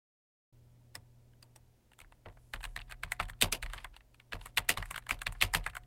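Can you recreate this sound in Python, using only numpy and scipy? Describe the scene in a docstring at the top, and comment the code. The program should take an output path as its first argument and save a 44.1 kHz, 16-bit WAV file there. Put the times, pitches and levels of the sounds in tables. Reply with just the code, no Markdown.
"""A plastic computer keyboard on a table in a small room, heard close up on one microphone.
The microphone opens after half a second on room air and a faint mains hum. From about 1 s, cardboard
hands try a few keys; each cap clacks at the touch and again as it bottoms out. From 2 s they type fast
and heavily, rubbing over the caps, and hard strokes rattle the loose keys, knock the case and shake
the table. The typing eases around 4 s, then runs on hard to the end, just short of 6 s."""
import sys
import numpy as np
from scipy import signal
from scipy.fft import rfft, irfft, next_fast_len
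from scipy.io import wavfile
from scipy.ndimage import map_coordinates

SR = 44100
rng = np.random.default_rng(int(sys.argv[2]) if len(sys.argv) > 2 else 0)


def materialize(psi):
    """Save the field psi as 16-bit PCM at rate SR to the path in sys.argv[1].

    A 1-D psi becomes a single channel; in a 2-D psi each row is a channel.
    """
    bounded = np.clip(np.atleast_2d(psi).T, -1, 1)
    quanta = np.round(bounded * 32767).astype(np.int16)
    wavfile.write(sys.argv[1], SR, quanta)


N = 258426
LEAD_S = .01  # a cap's sound starts this long before the contact
LIGHT_EDGE_HZ = 2800  # edge pitch of taps, hops and brushed caps

# Keystrokes, close up; levels are relative, and each part adds its own trim. Columns: start_s, travel_s,
# touch_db, bottom_db, cap_hz, edge_hz, edge_over_clack_db, tick_over_clack_db, knock_db, sway_db, thud_db
KEYSTROKES = [(.9532, 0.0061, -44.5, -56, 1970, 5240, 0, -1, -61, -85, -53),
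              (1.4276, .004, -63, -74, 1120, 4940, 5, 3, -71, -83, -84),
              (1.5606, 0.0033, -59.5, -63, 780, 5300, -1, 1.5, -73.5, -85, -73),
              (2.003, 0.013, -55, -55, 2230, 2750, -2, -4.5, -71, -60.5, -63),
              (2.2591, 0.005, -50, -54, 704, 2900, -8, -30, -54, -57, -49.5),
              (2.537, 0.0039, -37, -39.5, 1620, 2780, -5, -15, -56, -45, -54),
              (2.6412, 0.011, -41.5, -40, 1660, 2680, -1.5, -6.5, -63.5, -49, -57),
              (2.7637, 0.011, -35.5, -43, 1850, 3580, -8, -13.5, -61.5, -51, -53),
              (2.9127, .0096, -49.5, -44.5, 1550, 2470, -1, -7, -76.5, -59.5, -79.5),
              (3.0347, .0076, -34, -56, 1600, 2450, -4, -14, -60.5, -50, -49),
              (3.12, 0.0045, -32, -47.5, 1990, 2340, -5, -7, -77, -62, -67.5),
              (3.1995, 0.0068, -28.5, -34.5, 1255, 2810, -9, -22, -51, -42.5, -43.5),
              (3.2869, 0.011, -50.5, -41.5, 1770, 3520, -10, -10.5, -84, -60, -54.5),
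              (3.4143, 0.0083, -37, -30, 2114, 3810, 8.5, 6.5, -37.5, -40.5, -35.5),
              (3.525, 0.0043, -37, -47, 2380, 5480, 5, 5, -45.5, -71, -57),
              (3.6273, 0.0052, -42, -42.5, 1570, 2720, 1.5, -7, -59.5, -41.5, -53.5),
              (3.7347, 0.0094, -40, -47.5, 1640, 3130, -6, -9.5, -60, -56, -53),
              (3.7793, .0051, -49, -49, 1800, 2630, 0, -19, -69, -66, -64),
              (3.8457, .006, -41.5, -59, 1644, 3250, -6, -10, -73, -51, -64),
              (4.3233, 0.0088, -42.5, -36, 1660, 2490, -1.5, -19.5, -49.5, -47, -45.5),
              (4.4592, .0096, -44, -51.5, 1150, 2500, -8.5, -3, -68, -78, -65),
              (4.5741, 0.0068, -30.5, -30.5, 2100, 2740, 4, -4.5, -49.5, -51.5, -45),
              (4.692, 0.012, -27, -35.5, 1940, 2630, -2.5, -0.5, -41, -63, -48.5),
              (4.7736, 0.0086, -34, -42.5, 1080, 3700, -6.5, -12.5, -51.5, -42.5, -41),
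              (4.9102, 0.01, -39, -58, 1110, 2870, -4.5, -3.5, -66, -55, -56.5),
              (5.093, 0.016, -35, -26, 2276, 2570, -5, -12, -50, -46.5, -47.5),
              (5.2682, 0.0048, -31.5, -62, 1735, 2510, -0.5, -12, -57.5, -45, -43.5),
              (5.4139, 0.0094, -32.5, -24.5, 2120, 2710, 3.5, -7.5, -44.5, -42, -36.5),
              (5.5381, 0.0098, -29.5, -24.5, 1930, 4390, -10, -6, -44.5, -42.5, -38.5),
              (5.6646, 0.011, -32, -42.5, 1630, 2220, -8, -13, -75, -53, -53.5),
              (5.7528, 0.015, -42, -36.5, 1480, 3110, -11.5, -10, -86, -65, -63.5)]
# Hops of the keyboard after a key bottoms out: delay_s, gain_db (over the lesser of knock and sway)
HOPS = [(.021, 2), (.035, -6.5), (.061, -14)]
def keystrokes():
    """A key clacks at the touch and, duller, at the bottom; then the keyboard hops on the table."""
    out = np.zeros(N)
    for (start, travel, touch_db, bottom_db, cap_hz, edge_hz,
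         edge_db, tick_db, knock_db, sway_db, _) in KEYSTROKES:
        touch = start - LEAD_S
        bottom = touch + travel
        add(out, touch, cap(touch_db, cap_hz, touch_db + edge_db, edge_hz, touch_db + tick_db))
        add(out, bottom, cap(bottom_db, cap_hz, bottom_db + edge_db - 1, edge_hz, bottom_db + tick_db - 2))
        for delay, hop_db in HOPS:
            db = min(knock_db, sway_db) + hop_db
            add(out, bottom + delay, cap(db, scatter(970, .15), db - 9, LIGHT_EDGE_HZ, db - 21.5))
    return out


# Resonances of a key cap's body, edges and stem: pitch_hz, width_hz, gain_db
BODY_PEAKS = [(732, 280, -5), (1080, 213, 1.5), (1626, 1170, -1), (2310, 640, -1)]
EDGE_PEAKS = [(2635, 450, 3.5), (3228, 197, 6), (3413, 580, 2.5), (4576, 466, -4), (4790, 570, -11)]
STEM_PEAKS = [(7540, 2060, -2), (8340, 630, 3.5), (9540, 620, -0.5), (11630, 2400, -0.5), (13200, 4300, -4)]
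def cap(clack_db, cap_hz, edge_db, edge_hz, tick_db):
    """A struck cap rings for a few cycles; its edges add a bright click, its stem and spring a tick."""
    t = np.arange(SR // 14) / SR - LEAD_S
    at_contact = (t > 0) & (t < .004)

    def level(x):
        return x / np.sqrt(np.mean(x[at_contact] ** 2) + 1e-20)

    def ring(hz, t60):
        tone = np.sin(2 * np.pi * (hz * t + rng.random()))
        return level(tone * press(t - .0006, rise_s=0.00016, t60=t60))

    body = level(snap(t, BODY_PEAKS, band_hz=(606, 2800), t60=0.014, chatter_db=-6.5, chatter_t60=0.056))
    rim = level(snap(t, EDGE_PEAKS, band_hz=(2300, 6200), t60=0.0058, chatter_db=-9, chatter_t60=0.041))
    stem = level(snap(t, STEM_PEAKS, band_hz=(5330, 17000), t60=0.006, chatter_db=-9, chatter_t60=0.055))
    clack = level(ring(cap_hz, t60=0.013) + amp(-2.5) * body)
    edge = level(ring(scatter(edge_hz, 0.094), t60=0.01) + amp(-4) * rim)
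    spring = ring(scatter(8500, .03), t60=0.0054)
    tick = level(amp(-3.5) * spring + stem)
    return amp(clack_db) * clack + amp(edge_db) * edge + amp(tick_db) * tick


def snap(t, peaks, band_hz, t60, chatter_db, chatter_t60):
    """A short contact and its sparse chatter, rung through plastic resonances."""
    blow = rng.standard_normal(len(t)) * press(t, rise_s=0.00099, t60=t60)
    chatter = unit(grains(len(t), per_s=600, bed=0.051)) * press(t, rise_s=.003, t60=chatter_t60)
    band = signal.butter(2, band_hz, "band", fs=SR, output="sos")
    return signal.sosfilt(band, resonate(blow + amp(chatter_db) * chatter, peaks))


def press(t, rise_s, t60):
    """Contact force: it builds as the soft cardboard gives way, then dies."""
    return fade(np.maximum(t, 0), t60) * np.exp(np.minimum(t, 0) / rise_s)


# Light taps and keys springing back, levels before trim: start_s, clack_db, cap_hz, edge_db, tick_db
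LIGHT_TAPS = [(1.335, -62.5, 1620, -74, -85), (1.918, -52.5, 870, -63, -67), (1.934, -56, 1760, -61, -63),
              (1.99, -47.5, 1300, -57.5, -53.5), (2.046, -50.5, 1740, -82, -80),
              (2.123, -46.5, 905, -59.5, -65), (2.372, -49.5, 685, -77, -75), (2.56, -41, 1830, -49.5, -64),
              (2.607, -43, 861, -56, -64), (2.631, -37, 1580, -49, -51), (2.791, -46, 1670, -44.5, -69),
              (2.802, -41.5, 1850, -58, -59), (2.817, -49, 2250, -45.5, -70),
              (2.898, -43.5, 1610, -64, -57), (3.077, -49, 1140, -76, -79), (3.334, -49, 1350, -60, -86),
              (3.662, -33.5, 1840, -47, -55), (3.7, -44, 1200, -55, -60), (3.942, -55, 1720, -59.5, -76),
              (3.965, -46, 897, -49, -57), (4.007, -51.5, 1856, -62, -78),
              (4.145, -54.5, 1285, -58.5, -64.5), (4.2, -46, 2250, -54, -66),
              (4.414, -44.5, 955, -49.5, -61), (4.649, -53, 870, -69, -67), (4.826, -28, 1920, -44, -51.5),
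              (4.857, -39.5, 1770, -58, -49.5), (4.944, -31.5, 1590, -44, -52),
              (4.961, -27.5, 1460, -40.5, -40.5), (4.979, -29, 1600, -41.5, -43.5),
              (5.024, -52, 1760, -62, -71), (5.067, -37.5, 1680, -53.5, -56),
              (5.218, -29, 1630, -40, -37.5), (5.324, -40.5, 975, -59, -46.5),
              (5.352, -45.5, 1700, -67, -82), (5.734, -45.5, 1640, -62, -70)]
def taps():
    """Single contacts, too light to knock the case."""
    out = np.zeros(N)
    for start, clack_db, cap_hz, edge_db, tick_db in LIGHT_TAPS:
        add(out, start - LEAD_S, cap(clack_db - 9.5, cap_hz, edge_db - 3, LIGHT_EDGE_HZ, tick_db - 6.5))
    return out


def brushed_caps(per_stroke=2, fast_from_s=2.0, within_s=0.12):
    """In fast typing the wide hand brushes neighbouring caps at random after each stroke."""
    out = np.zeros(N)
    for start, travel, touch_db, *_ in KEYSTROKES:
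        if start > fast_from_s:
            for delay in within_s * rng.random(per_stroke):
                db = touch_db + rng.normal(-31.5, 6)
                add(out, start + travel + delay, cap(db, scatter(1690, .2), db + 1, LIGHT_EDGE_HZ, db - 6))
    return out


def blows():
    """The harder of a stroke's two contacts: start_s, tick_db, knock_db, sway_db, thud_db."""
    for start, travel, touch_db, bottom_db, *_, tick_db, knock_db, sway_db, thud_db in KEYSTROKES:
        contact = start + travel * (bottom_db > touch_db)
        yield contact, max(touch_db, bottom_db) + tick_db, knock_db, sway_db, thud_db


# Spectrum of the jiggling keys: frequency_hz, level_db
RATTLE_SPECTRUM = [(400, -11), (900, -11), (1800, -1.5), (2800, 5.5), (4400, -6), (6000, -8.5), (8400, -8),
                   (12500, -7), (16000, -20)]
def loose_keys(hard_knock_db=-43, flurry_db=3.5, flurries_per_s=260):
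    """A hard stroke makes the neighbouring keys jiggle: a dying, uneven shower of tiny contacts."""
    out, t = np.zeros(N), np.arange(SR // 6) / SR
    envelope = (1 - np.exp(-t / 0.0021)) * fade(t, 0.095) / (1 + (t / 0.06) ** 6)
    for start, tick_db, knock_db, _, _ in blows():
        shaken_db = -28.5 - 2.29 * max(0, hard_knock_db - knock_db)  # at a hard knock every key jiggles
        db = min(shaken_db, tick_db)  # a dull, padded stroke rattles little
        wander = map_coordinates(rng.standard_normal(200), [t * flurries_per_s], order=1)
        contacts = amp(flurry_db * wander) * grains(len(t), per_s=2200, bed=.35)
        shower = coloured(contacts, RATTLE_SPECTRUM)
        add(out, start, amp(db) * unit_onset(shower * envelope, 0.0086))
    return out


# Narrow resonances of the keyboard's frame and back plate: pitch_hz, width_hz, gain_db
FRAME_PEAKS = [(724, 5.8, 7.5), (912, 170, -10.5), (1237, 110, -14), (2010, 100, -9.5), (3103, 76, -16.5),
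               (3650, 70, -6), (4130, 150, -2), (4770, 260, 7), (5250, 120, -10), (8840, 210, -6.5)]
def frame(clicks):
    """Every click sets the frame ringing briefly at the same few pitches."""
    return sum(resonate(clicks, [peak]) for peak in FRAME_PEAKS)


# Resonances of the hollow case: pitch_hz, width_hz, gain_db
CASE_PEAKS = [(238.7, 87, -4.5), (306, 130, -5.5), (582, 350, -6.5), (728, 34, -5), (910, 80, -8)]
def case():
    """The hollow case answers a stroke with a dull knock."""
    out, t = np.zeros(N), np.arange(SR // 4) / SR
    for start, _, knock_db, _, _ in blows():
        push = rng.standard_normal(len(t)) * fade(t, 0.16) * (1 - np.exp(-t / 0.0013))
        knock = filtered(resonate(push, CASE_PEAKS), lambda hz: 1 / (1 + (hz / 1400) ** 4))
        add(out, start, amp(knock_db - 1.5) * unit_onset(knock, 0.05))
    return out


# Low modes of the table under the keyboard: pitch_hz, level_db, t60_s
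SWAY_MODES = [(36.21, -13, 0.71), (51.4, -23.5, 1)]
THUD_MODES = [(93, -2, 0.17), (97.9, -6, 0.13), (160.2, -7, 0.12)]
def table():
    """The weight of the hand arrives after the click; the table sways and thuds."""
    out = np.zeros(N)
    for start, _, _, sway_db, thud_db in blows():
        add(out, start, amp(sway_db - 1) * table_ring(SWAY_MODES, rise_s=0.0081, onset_s=0.1))
        add(out, start, amp(thud_db - 4.5) * table_ring(THUD_MODES, rise_s=0.02, onset_s=0.05))
    return out


def table_ring(modes, rise_s, onset_s):
    """The table's modes ring at slightly new strengths and pitches for every stroke."""
    t = np.arange(SR * 3 // 4) / SR
    ring = np.zeros(len(t))
    for hz, db, t60 in modes:
        envelope = amp(db + rng.normal(0, 2)) * fade(t, t60)
        ring += envelope * np.sin(2 * np.pi * (hz * rng.normal(1, 0.018) * t + rng.random()))
    return unit_onset(ring * (1 - np.exp(-(t / rise_s) ** 2)), onset_s)


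# Cardboard on plastic, a low scrape and a high rustle: frequency_hz, level_db
SCRAPE_SPECTRUM = [(300, -40), (900, 2.5), (1800, -3.5), (3000, -3), (5000, -10.5), (9000, -48)]
RUSTLE_SPECTRUM = [(1500, -31), (4500, -6), (7000, 1), (11000, 4), (16000, -20)]
# Hands sliding over the keys: start_s, length_s, scrape_db, rustle_db
HAND_SLIDES = [(2.278, 0.66, -91, -77.5), (2.581, 0.18, -83, -78), (2.869, 0.063, -66, -87),
               (3.078, 0.1, -64.5, -74), (3.66, 0.21, -60.5, -71), (3.921, 0.061, -70, -84),
               (4.38, 0.14, -66, -69), (4.785, .22, -68, -69.5), (5.186, 0.5, -71.5, -78.5),
               (5.623, 0.076, -62.5, -68)]
def sliding():
    """Between strokes the cardboard drags over the caps with a faint grainy rub."""
    out = np.zeros(N)
    for start, length, scrape_db, rustle_db in HAND_SLIDES:
        count = int(length * SR)
        scrape = unit(coloured(grains(count, per_s=1000, bed=0.14), SCRAPE_SPECTRUM))
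        rustle = unit(coloured(grains(count, per_s=1000, bed=0.14), RUSTLE_SPECTRUM))
        swell = np.sin(np.linspace(0, np.pi, count))
        add(out, start, swell * (amp(scrape_db) * scrape + amp(rustle_db) * rustle))
    return out


# Decay of the small room: frequency_hz, t60_s
ROOM_DECAY = [(150, 1), (1500, 0.41), (12000, 0.019)]
def room(x, delay_s=0.0019):
    """The walls return a short diffuse tail whose treble dies first."""
    hz, t, spectrum = signal.stft(rng.standard_normal(SR // 2), SR, nperseg=256)
    tail = signal.istft(spectrum * fade(t, along(ROOM_DECAY, hz)[:, None]), SR, nperseg=256)[1]
    response = np.pad(tail / np.linalg.norm(tail), (int(delay_s * SR), 0))
    return signal.fftconvolve(x, response)[:N]


# Air and low rumble all round the microphone: frequency_hz, level_db
AIR_SPECTRUM = [(12, -56), (20, -20.5), (53, -2.5), (123, -10), (216, -15), (388, -16), (446, -20),
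                (542, -17), (825, -24), (949, -22), (1060, -29), (4940, -34), (16000, -36.5)]
RUMBLE_SPECTRUM = [(10, -9), (30, -1), (45, -10.5), (100, -21), (200, -21), (600, -32), (2000, -100)]
# Tones of the mains hum: pitch_hz, level_db
HUM_TONES = [(80.5, -73.5), (120, -62.5), (240, -79.5)]
# Gain of the recorder's noise suppression on hum and rumble: time_s, gain_db
HUM_DUCKING = [(.5, -0.5), (1.3, -0.5), (1.65, -3.5), (1.85, -15.5), (2.2, -8.5), (2.4, -2.5), (3.7, 3),
               (3.95, -15), (4.2, -6), (4.45, -0.5), (5.86, 0)]
def room_tone():
    """Still air; the recorder's noise suppression briefly turns down a steady mains hum and low rumble."""
    t = np.arange(N) / SR
    hum = sum(amp(db) * np.sqrt(2) * np.sin(2 * np.pi * (hz * t + rng.random())) for hz, db in HUM_TONES)
    air = unit(coloured(rng.standard_normal(N), AIR_SPECTRUM))
    rumble = unit(coloured(rng.standard_normal(N), RUMBLE_SPECTRUM))
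    ducking = amp(np.interp(t, *np.transpose(HUM_DUCKING)))
    return amp(-70.5) * air + ducking * (hum + amp(-66) * rumble)


def amp(db):
    return 10 ** (np.asarray(db) / 20)


def unit(x):
    """Scale to rms 1."""
    return x / np.sqrt(np.mean(x ** 2) + 1e-20)


def unit_onset(x, onset_s):
    """Scale a hit to rms 1 over its first moments."""
    return x / np.sqrt(np.mean(x[:int(onset_s * SR)] ** 2) + 1e-20)


def fade(t, t60):
    """Exponential decay, 60 dB in t60 seconds."""
    return np.exp(-np.log(1000) * t / t60)


def scatter(hz, spread):
    """A random pitch around hz."""
    return hz * np.exp(spread * rng.standard_normal())


def grains(count, per_s, bed):
    """Sparse tiny impacts on a bed of friction noise."""
    return rng.standard_normal(count) * (bed + (rng.random(count) < per_s / SR))


def along(points, hz):
    """Interpolate (frequency_hz, value) points on a log axis."""
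    knots, values = np.transpose(points)
    return np.interp(np.log(hz + 1), np.log(knots + 1), values)


def filtered(x, response):
    """Pass x through a frequency response."""
    size = next_fast_len(len(x) + 4096)
    return irfft(rfft(x, size) * response(np.fft.rfftfreq(size, 1 / SR)), size)[:len(x)]


def coloured(x, spectrum):
    """Shape x by (frequency_hz, level_db) points."""
    return filtered(x, lambda hz: amp(along(spectrum, hz)))


def resonate(x, peaks):
    """Pass x through parallel resonances of alternating sign."""
    return filtered(x, lambda hz: sum(
        (-1) ** k * amp(db) * 1j * hz * width / (pitch ** 2 - hz ** 2 + 1j * hz * width)
        for k, (pitch, width, db) in enumerate(peaks)))


def add(track, start_s, sound):
    """Mix a sound in at start_s."""
    part = track[max(0, round(start_s * SR)):][:len(sound)]
    part += sound[:len(part)]


def scene():
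    """Keyboard and table close to the microphone, the room faint behind them."""
    clicks = keystrokes() + taps() + brushed_caps() + loose_keys()
    keyboard = amp(0.5) * clicks + amp(-5) * frame(clicks) + case() + sliding()
    return (keyboard + amp(-33) * room(keyboard) + table() + room_tone())[None]


def record(dry):
    """One microphone, which opens after half a second and keeps nothing above its band limit."""
    open_s, top_hz = .525, 15900
    opened = np.clip((np.arange(N) / SR - open_s) / 0.0029, 0, 1)
    return filtered(dry[0] * opened, lambda hz: 1 / np.sqrt(1 + (hz / top_hz) ** 140))[None]


dry = scene()
out = record(dry)
materialize(out)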